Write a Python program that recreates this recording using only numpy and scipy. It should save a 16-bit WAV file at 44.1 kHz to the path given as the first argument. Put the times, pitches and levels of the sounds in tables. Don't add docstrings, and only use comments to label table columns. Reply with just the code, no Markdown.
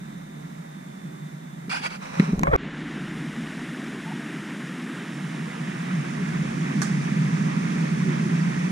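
import sys
import numpy as np
from scipy.fft import rfft, irfft, next_fast_len
from scipy.io import wavfile
from scipy.ndimage import map_coordinates

SR = 44100
rng = np.random.default_rng(int(sys.argv[2]) if len(sys.argv) > 2 else 0)


def wav_out(sig):
    wavfile.write(sys.argv[1], SR, np.round(np.clip(np.atleast_2d(sig).T, -1, 1) * 32767).astype(np.int16))


N = 384111
T = np.arange(N) / SR
CUT_S = 2.564


def amp(db):
    return 10 ** (np.asarray(db) / 20)


def unit(x):
    return x / np.sqrt(np.mean(x ** 2) + 1e-20)


def along(points, hz, axis=1):
    cols = np.transpose(points)
    return np.interp(np.log(hz + 1), np.log(cols[0] + 1), cols[axis])


def wobble(rate_hz):
    knots = rng.standard_normal(int(N * rate_hz / SR) + 4)
    coarse_s = T[::32]
    return np.interp(T, coarse_s, map_coordinates(knots, [coarse_s * rate_hz]))


def filtered(x, response):
    m = next_fast_len(N + SR // 4, True)
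    return irfft(rfft(x, m) * response(np.fft.rfftfreq(m, 1 / SR)), m)[..., :N]


def coloured(x, spectrum):
    return unit(filtered(x, lambda hz: amp(along(spectrum, hz))))


def hiss():
    return rng.standard_normal((2, N))


def spread(pair, side_db):
    mid, side = pair[0], amp(side_db) * pair[1]
    return np.array([mid + side, mid - side])


def fall(start_s, t60_s):
    return (T >= start_s) * amp(-60 * np.clip((T - start_s) / t60_s, 0, 10))


def swell(start_s, rise_s, hold_s, t60_s):
    up = np.clip((T - start_s) / rise_s, 0, 1)
    return up * amp(-60 * np.clip((T - start_s - rise_s - hold_s) / t60_s, 0, 10))


def ringing(modes, t, stretch):
    return sum(amp(db - 60 * t / (t60_s * stretch)) * np.sin(2 * np.pi * hz * t)
               for hz, db, t60_s in modes)


def bubbles(rate_hz, lo_hz, hi_hz, cycles, scatter_db, size):
    u = np.arange(size) / SR
    ports = []
    for _ in range(2):
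        when, pitch, strength = rng.random((int(rate_hz * N / SR), 3)).T[:, :, None]
        turns = lo_hz * (hi_hz / lo_hz) ** pitch * u
        age = turns / cycles
        life = (1 - np.exp(-turns)) * np.exp(-3 * age)
        level = amp(-scatter_db * np.log(np.maximum(strength, .01)))
        ring = level * life * np.sin(2 * np.pi * turns * (1 + 0.09 * np.minimum(age, 1)))
        at = (when * N).astype(int) + np.arange(size)
        ports.append(np.bincount(at.ravel(), ring.ravel(), N)[:N])
    return unit(np.array(ports))


# [hz, likeness_0_to_1, right_lead_rad, left_over_right_db]
PORT_IMAGE = [(97, 0.98, -0.87, 0), (294, 0.95, 0.45, -3.5), (380, 0.67, 0.67, -8.5), (453, 0.89, 2, -4.5),
              (573, 0.81, 3, 0.5), (934, 0.76, 3, -2), (1390, 0.82, 2, -5.5), (1650, 0.34, 1.5, -5.5),
              (2280, 0.8, 1.66, -2.5), (3020, 0.37, 2, -0.5), (3840, 0.3, -1.5, -2), (5770, 0, 7, -6.5),
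              (7520, 0.8, -8.5, -1.5), (11000, 0, -7, -1)]


def stereo(pair, spectrum):
    m = next_fast_len(N + SR // 4, True)
    hz = np.fft.rfftfreq(m, 1 / SR)
    a, b = rfft(pair, m)
    alike = np.clip(along(PORT_IMAGE, hz, axis=1), 0, 1)
    shared = alike * np.exp(1j * along(PORT_IMAGE, hz, axis=2))
    lean = amp(along(PORT_IMAGE, hz, axis=3))
    middle = np.sqrt(lean ** 2 + 1 + 2 * lean * shared.real + 1e-3)
    ports = np.array([lean * a, shared * a + np.sqrt(1 - alike ** 2) * b])
    out = irfft(ports * amp(along(spectrum, hz)) / middle, m)[:, :N]
    return out / np.std(out.mean(0))


def turning(pair, table, turn):
    before, after = np.array(table)[:, :2], np.array(table)[:, ::2]
    return (1 - turn) * stereo(pair, before) + turn * stereo(pair, after)


# [hz, side_over_mid_db]
PORT_SIDE = [(250, 3), (420, -9), (600, 11), (850, 8), (1200, 11), (1700, 8.5), (2400, 4.5), (5000, -5)]


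def at_port(x):
    return spread([x, filtered(x, lambda hz: 1j * amp(along(PORT_SIDE, hz)))], side_db=0)


# [hz, relative_db_per_hz]
FAR_ROAR_SPECTRUM = [(15, -70), (45, -43), (70, -32), (100, -40), (122, -18), (150, 2), (190, -2),
                     (250, -9.5), (330, -16), (450, -27.5), (600, -46), (900, -74)]
# [hz, relative_db_per_hz]
FAR_WASH_SPECTRUM = [(290, -6), (500, -2), (625, -1.5), (1020, -1.5), (1120, -1.5), (1990, 1.5),
                     (2700, -10.5), (3380, -10.5), (3670, -10), (4220, -14.5), (4790, -15.5), (6320, -12.5),
                     (8130, -14.5), (14000, -23)]
FAR_ROAR_DB, FAR_WASH_DB = -39.5, -52.5


def forest():
    roar_db = FAR_ROAR_DB + 1.2 * wobble(5.55) + 0.71 * wobble(9.2)
    wash_db = FAR_WASH_DB + 0.3 * wobble(6.7)
    roar = amp(roar_db) * stereo(hiss(), FAR_ROAR_SPECTRUM)
    wash = amp(wash_db) * stereo(hiss(), FAR_WASH_SPECTRUM)
    return roar + wash


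# [start_s, hold_s, settled_pitch_hz, flutter_hz, level_db]
INSECT_DRONES = [(-.1, 0.47, 3518, 7.7, -64), (.65, 0.56, 3527, 6.4, -61.5), (1.36, .13, 3527, 7, -61.5),
                 (-.1, .75, 3632, 8, -66), (0, .45, 3975, 12, -73), (-.1, .65, 3740, 10, -74),
                 (1.15, .49, 3745, 14, -68.5), (-.1, .24, 3848, 20, -70), (-.1, 1.75, 3700, 200, -71),
                 (-.1, 2.4, 14300, 200, -86)]
INSECT_RISE_S, INSECT_T60_S = .06, .7
SHARP_SHARE, SETTLE_S = .02, 1.7


def insects():
    sag = 1 + SHARP_SHARE * np.clip(1 - T / SETTLE_S, 0, 1)
    out = np.zeros((2, N))
    for start_s, hold_s, hz, flutter_hz, db in INSECT_DRONES:
        pitch_hz = hz * sag + flutter_hz * np.array([wobble(500), wobble(500)])
        effort = swell(start_s, INSECT_RISE_S, hold_s, INSECT_T60_S) * amp(db + 1.4 * wobble(59.3))
        out += effort * np.sin(2 * np.pi * np.cumsum(pitch_hz, axis=1) / SR)
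    return spread(out, side_db=-3.0)


# [start_s, relative_level_db, t60_ratio]
HAND_BUMPS = [(1.68, -18, 0.9), (1.805, -23.5, 0.9), (2.196, 5, 0.6), (2.221, -15, 1.36),
              (2.276, -19.5, 2.2), (2.329, -5, 0.8), (2.375, -16, 0.85), (2.405, -11, 0.71),
              (2.419, -9, 0.73)]
# [pitch_hz, relative_level_db, t60_s before t60_ratio]
CASING_MODES = [(188.3, 2, 0.058), (232.4, -3, 0.043), (407, -13, 0.046)]
# [start_s, rise_s, hold_s, t60_s, level_db]
GRIP_BOOMS = [(2.167, 0.03, .025, 0.19, -21.5), (2.263, 0.022, .02, 0.16, -26),
              (2.37, .043, .02, 0.21, -27.5)]
# [hz, relative_db_per_hz]
SEAM_SPECTRUM = [(500, -7), (1400, -8), (2100, 7), (2700, -9), (3400, -16), (4200, -13), (5000, -24),
                 (9000, -29), (14000, -44)]
# [start_s, relative_knock_db, tick_db, t60_s]
FINGER_TAPS = [(2.394, -24, -25.5, 0.0041), (2.415, -45, -41, .0043), (2.434, -9, -25.5, 0.0067),
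               (2.438, -23, -55, 0.015), (2.471, -18, -52, 0.029), (2.562, -24, -31, 0.0042)]
# [hz, relative_db_per_hz]
KNOCK_SPECTRUM = [(150, -14), (500, 17.5), (1100, 15), (1700, 13), (2300, 11), (2850, -26), (4200, -26),
                  (7000, -48)]
# [hz, relative_db_per_hz]
TICK_SPECTRUM = [(1500, -7), (2900, -6), (3400, 8), (4700, 0), (5800, 6), (9000, -3), (12000, -7),
                 (15000, -20)]
# [pitch_hz, relative_level_db, t60_s before stretch]
HOLLOW_MODES = [(328, -11.5, 0.045), (1060, -10, 0.027), (1410, -19, 0.018), (2180, -15, 0.018)]
PAD_S = .0012
LOW_CUT_HZ = 120.0


def knocks():
    grip = sum(amp(db) * swell(start_s, rise_s, hold_s, t60_s)
               for start_s, rise_s, hold_s, t60_s, db in GRIP_BOOMS)
    boom, hollow = grip * coloured(hiss()[0], ROAR_SPECTRUM), np.zeros(N)
    t = np.arange(SR // 5) / SR
    soft = 1 - np.exp(-(t / 0.0059) ** 2)
    for start_s, db, stretch in HAND_BUMPS:
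        boom[round(start_s * SR):][:len(t)] -= amp(db + 3.5) * soft * ringing(CASING_MODES, t, stretch)
    boom = filtered(boom, lambda hz: hz ** 8 / (hz ** 8 + LOW_CUT_HZ ** 8))
    for start_s, db, _, _ in FINGER_TAPS:
        hollow[round(start_s * SR):][:len(t)] += amp(db) * ringing(HOLLOW_MODES, t, stretch=0.8)
    knock_level = sum(amp(db) * swell(start_s - PAD_S, PAD_S, 0, t60_s)
                      for start_s, db, _, t60_s in FINGER_TAPS)
    knock = knock_level * stereo(hiss(), KNOCK_SPECTRUM)
    tick_level = sum(amp(db) * fall(start_s, t60_s) for start_s, _, db, t60_s in FINGER_TAPS)
    tick = tick_level * coloured(hiss(), TICK_SPECTRUM)
    seam = amp(-18) * fall(2.1975, .034) * spread(coloured(hiss(), SEAM_SPECTRUM), side_db=-3)
    return boom + seam + at_port(hollow) + amp(-6.5) * knock + spread(tick, side_db=-4.0)


# [start_s, rise_s, hold_s, t60_s, level_db, firmness_0_to_1, panel_pitch_ratio]
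HAND_STROKES = [(1.694, .002, 0.019, 0.16, -35.5, 0.89, 1), (1.701, .014, 0.054, 0.2, -32, 1, 1.03),
                (1.809, .05, .008, 0.074, -29.5, 0.94, 0.99), (1.886, 0.023, 0.049, 0.098, -41, 0.68, .99),
                (1.993, 0.032, 0.14, .26, -43, 0.02, 1), (2.126, .072, 0.044, .7, -39, 0.02, 1)]
# [pitch_hz, width_hz, relative_level_db]
PANEL_MODES = [(880, 100, 3.5), (1470, 130, 9), (2380, 140, 6), (2700, 120, 4.5), (3320, 110, 6),
               (4250, 80, 7), (4700, 230, 13)]
# [hz, relative_db_per_hz]
RUB_SPECTRUM = [(350, -15), (580, -8), (780, -1.5), (1200, -1), (2200, 2), (3000, -4), (4000, -10),
                (5500, -13.5), (10000, -15.5), (14000, -41)]
# [hz, relative_db_per_hz]
BRUSH_SPECTRUM = [(290, -8), (500, -2), (680, -7), (1000, -0.5), (1750, -3), (2080, -4), (2450, -3.5),
                  (3300, -17), (3950, -8.5), (4550, -21), (5300, -15), (5850, -10.5), (6450, -20),
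                  (9000, -24), (14000, -46)]
CATCH_HZ, CATCH_FADE_DB = 480, 7


def panels(hz):
    return sum(amp(db) * 1j * hz * width_hz / (mode_hz * mode_hz - hz * hz + 1j * hz * width_hz)
               for mode_hz, width_hz, db in PANEL_MODES)


def slides():
    firm, light, bend = np.zeros((3, N))
    for start_s, rise_s, hold_s, t60_s, db, firmness, ratio in HAND_STROKES:
        power = (amp(db) * swell(start_s, rise_s, hold_s, t60_s)) ** 2
        share = np.clip(firmness, 0, 1)
        firm += share * power
        light += (1 - share) * power
        bend += share * power * (ratio - 1)
    pitch_ratio = 1 + bend / (firm + 1e-12) + 0.0118 * wobble(30)
    since_slip = np.cumsum(CATCH_HZ * amp(2.2 * wobble(300))) / SR % 1
    catches = hiss() * amp(2.2 * hiss() - CATCH_FADE_DB * since_slip)
    read_at = np.cumsum(pitch_ratio)
    ring = np.array([np.interp(read_at, np.arange(N), port) for port in filtered(catches, panels)])
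    rub_level = np.sqrt(firm) * amp(0.53 * wobble(150))
    rub = rub_level * stereo(catches + amp(1.5) * ring, RUB_SPECTRUM)
    brush_level = np.sqrt(light) * amp(0.89 * wobble(160) + 0.65 * wobble(35.2))
    brush = brush_level * stereo(hiss() * amp(2.1 * hiss()), BRUSH_SPECTRUM)
    return rub + brush


# [start_s, rise_s, hold_s, t60_s, level_db]
AIR_PUFFS = [(2.317, 0.011, 0.036, 0.58, -30.5), (2.462, 0.025, 0.014, 0.11, -24),
             (2.529, 0.0096, 0.018, .015, -20.5), (2.58, 0.036, 0.66, 5.6, -57.5), (6.074, .3, .12, 2, -54),
             (6.9, 0.46, 0.62, 5, -63)]
# [hz, relative_db_per_hz]
RUMBLE_SPECTRUM = [(12, -45), (26, -5), (42, -15), (65, -1.5), (85, -23), (130, -12), (300, -29),
                   (700, -28), (3000, -110)]


def draught():
    flow = sum(amp(db) * swell(start_s, rise_s, hold_s, t60_s)
               for start_s, rise_s, hold_s, t60_s, db in AIR_PUFFS)
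    return flow * spread(coloured(hiss(), RUMBLE_SPECTRUM), side_db=-27)


# [time_s, nominal_slip_rate_hz, level_db]
FINGER_DRAG = [(2.438, 520.3, -60), (2.447, 520, -41), (2.459, 546, -33.5), (2.469, 520, -46),
               (2.478, 540, -30), (2.487, 589.4, -32), (2.501, 570.4, -45), (2.515, 620, -33),
               (2.523, 660, -31), (2.53, 540, -29), (2.535, 480, -18), (2.545, 419, -23.5),
               (2.562, 346, -22.5)]
# [hz, relative_db_per_hz]
SQUEAK_SPECTRUM = [(200, 3.5), (400, 10), (600, 6), (760, -1.5), (1050, 0.5), (1250, -0.5), (1700, -6.5),
                   (2300, -9.5), (2800, -26), (3350, -19.5), (4200, -32), (8000, -43)]
SLIP_NOISE, SLIP_JITTER = .5, .035
SMEAR_S_PER_HZ = 6e-7


def finger():
    time_s, slip_hz, db = np.transpose(FINGER_DRAG)
    rate_hz = np.interp(T, time_s, slip_hz) * (1 + SLIP_JITTER * wobble(200))
    slips = unit(np.diff(np.floor(np.cumsum(rate_hz) / SR), prepend=0))
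    slips = filtered(slips - slips.mean(), lambda hz: np.exp(-1j * np.pi * SMEAR_S_PER_HZ * hz ** 2))
    rough = amp(1.6 * wobble(400)) * (slips + SLIP_NOISE * rng.standard_normal(N))
    level = (T > time_s[0]) * amp(np.interp(T, time_s, db))
    return at_port(level * coloured(rough, SQUEAK_SPECTRUM))


# [hz, relative_db_per_hz]
ROAR_SPECTRUM = [(20, -53), (60, -39), (98, -28.5), (120, -24), (140, -1.5), (165, 3), (200, -2.5),
                 (240, -9), (320, -40), (400, -24), (600, -61), (1500, -120)]
# [hz, relative_db_per_hz]
CHURN_SPECTRUM = [(60, -80), (150, -35), (200, -3), (240, 0.5), (295, -4), (345, -8), (420, -16.5),
                  (520, -24.5), (800, -84), (2000, -120)]
# [hz, before_turn_relative_db_per_hz, after_turn_relative_db_per_hz]
WASH_SPECTRA = [(300, -26, -24), (484, -8.5, -8.5), (660, -3.5, -5.5), (1020, -8.5, -7), (1120, -7, -6),
                (1370, -4, -4.5), (1600, -1.7, -2), (1870, 0, 0), (2270, -4.5, -2), (2610, -7, -5.5),
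                (2870, -7, -11), (3200, -10, -10.5), (3690, -10.5, -11), (4470, -21, -22), (6500, -59, -59)]
# [hz, before_turn_relative_db_per_hz, after_turn_relative_db_per_hz]
FIZZ_SPECTRA = [(3000, -30, -30), (4400, -9, -3), (4810, 1.5, -1), (5050, -2.5, -2.5), (5370, 2.5, 0),
                (6100, -2.5, 0.5), (6880, -0.5, -3), (8000, -9, -8.5), (10000, -16, -12.5),
                (14000, -47, -47)]
# [hz, relative_db_per_hz]
SPRAY_SPECTRUM = [(5000, -18), (7500, 0), (8800, 2), (10200, 0), (11500, -8), (13500, -12.5), (15200, -33)]
TURN_AT_S, TURN_S = 5.02, 2.01
ROAR_DB, ROAR_GAIN_DB = -37, 10
CHURN_DB, CHURN_GAIN_DB = -36, 5.5
WASH_DB, WASH_GAIN_DB = -41, 1.5
FIZZ_DB, FIZZ_GAIN_DB = -56, 5.5
SPRAY_DB, SPRAY_GAIN_DB = -59, -1.6
DEEPEN_S, DEEPEN_ROAR_DB, DEEPEN_CHURN_DB = 0.44, 3.5, -4.5
FIZZ_DULL_DB, SPRAY_DULL_DB, OPEN_S = 10, 25, 0.2


def cascade():
    turn = np.clip((T - TURN_AT_S) / TURN_S, 0, 1)
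    deep = np.clip((T - TURN_AT_S) / DEEPEN_S, 0, 1)
    dull = np.exp(-np.maximum(T - CUT_S, 0) / OPEN_S)
    roar_db = ROAR_DB + ROAR_GAIN_DB * turn + DEEPEN_ROAR_DB * deep + 0.59 * wobble(12)
    churn_db = CHURN_DB + CHURN_GAIN_DB * turn + DEEPEN_CHURN_DB * deep + 1.3 * wobble(13)
    wash_db = WASH_DB + WASH_GAIN_DB * turn + 0.57 * wobble(14)
    fizz_db = FIZZ_DB + FIZZ_GAIN_DB * turn - FIZZ_DULL_DB * dull + 0.4 * wobble(26)
    spray_db = SPRAY_DB + SPRAY_GAIN_DB * turn - SPRAY_DULL_DB * dull + 0.23 * wobble(13)
    roar = amp(roar_db) * stereo(hiss(), ROAR_SPECTRUM)
    churn = amp(churn_db) * stereo(hiss(), CHURN_SPECTRUM)
    babble = bubbles(rate_hz=550, lo_hz=887, hi_hz=3660, cycles=12, scatter_db=1.5, size=448)
    wash = amp(wash_db) * turning(hiss() + amp(-11.0) * babble, WASH_SPECTRA, turn)
    fizz = amp(fizz_db) * turning(hiss(), FIZZ_SPECTRA, turn)
    spray = amp(spray_db) * stereo(hiss(), SPRAY_SPECTRUM)
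    return roar + churn + wash + fizz + spray


# [hz, relative_colour_db]
GLUG_COLOUR = [(150, -20), (300, 0.5), (420, -6.5), (700, -14), (1200, -35)]
# [start_s, first_pitch_hz, last_pitch_hz, length_s, level_db]
BIG_BUBBLES = [(4.055, 840, 950, 0.051, -39), (4.1, 730, 770, 0.029, -40), (4.115, 875, 900, 0.015, -35),
               (6.18, 420, 382, 0.063, -39.5), (6.42, 496, 530, .05, -43), (8.04, 405, 336, .11, -30),
               (8.215, 405, 312, 0.092, -32)]
GLUG_DB = -50.5


def gurgles():
    glugs = bubbles(rate_hz=22, lo_hz=280, hi_hz=640, cycles=26, scatter_db=2, size=4096)
    out = amp(GLUG_DB) * stereo(glugs, GLUG_COLOUR)
    for start_s, first_hz, last_hz, length_s, db in BIG_BUBBLES:
        age = np.clip((T - start_s) / length_s, 0, 1)
        turns = length_s * age * (first_hz + (last_hz - first_hz) * age / 2)
        out += amp(db) * np.sin(np.pi * age) * np.sin(2 * np.pi * turns)
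    return out


# [start_s, level_db]
FIBRE_CRACKS = [(6.8179, -21), (6.8216, -28), (6.8256, -28), (6.8308, -29)]
# [hz, relative_db_per_hz]
CRACK_SPECTRUM = [(2000, -30), (3600, -14), (4400, 1), (5400, -1), (6300, 3), (8000, -5), (10000, -9),
                  (11500, -25), (15000, -33)]
# [hz, relative_db_per_hz]
WOOD_SPECTRUM = [(400, -28), (800, -2), (1200, -1), (1550, 2), (2100, 0), (2600, -16), (4000, -35)]
# [hz, relative_db_per_hz]
ECHO_SPECTRUM = [(400, -34), (800, 1), (1550, 4), (2100, 0), (2600, -11), (3600, -15), (4400, -6),
                 (6300, -2), (9500, -7), (12000, -24), (15000, -32)]
CRACK_T60_S = 0.011
FOLIAGE_HZ = 10000


def twig():
    crack_level = sum(amp(db) * fall(start_s, CRACK_T60_S) for start_s, db in FIBRE_CRACKS)
    crack = crack_level * coloured(hiss(), CRACK_SPECTRUM)
    wood = amp(-20) * fall(6.8188, 0.031) * coloured(hiss(), WOOD_SPECTRUM)
    near = amp(-28.5) * fall(6.8215, 0.16) * coloured(hiss(), ECHO_SPECTRUM)
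    far = amp(-36.0) * fall(6.835, 0.51) * coloured(hiss(), ECHO_SPECTRUM)
    far = filtered(far, lambda hz: 1 / (1 + (hz / FOLIAGE_HZ) ** 4))
    return (crack + wood + near) * amp([[-4], [3.5]]) + far * amp([[-2], [2]])


HISS_WIDTH_HZ, HISS_WIDTH_DB = 4500, -20
WIDEN_AT_S, WIDEN_S = 4.867, 0.74


def scene():
    trees = forest() + insects() + knocks() + slides() + finger()
    trees = trees * np.clip((CUT_S - T) / 0.0018, 0, 1)
    left, right = cascade() + gurgles() + twig()
    mid, side = (left + right) / 2, (left - right) / 2
    width = 1 - np.exp(-np.maximum(T - WIDEN_AT_S, 0) / WIDEN_S)
    hiss_side = amp(HISS_WIDTH_DB) * filtered(side, lambda hz: hz > HISS_WIDTH_HZ)
    bank = spread([mid, width * side + (1 - width) * hiss_side], side_db=-0.8)
    return trees + bank * np.clip((T - CUT_S) / 0.024, 0, 1) + draught()


CEILING, TOP_HZ = .8, 15200


def record(dry):
    rounded = dry / (1 + np.abs(dry / CEILING) ** 4) ** .25
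    return filtered(rounded, lambda hz: hz < TOP_HZ)


dry = scene()
out = record(dry)
wav_out(out)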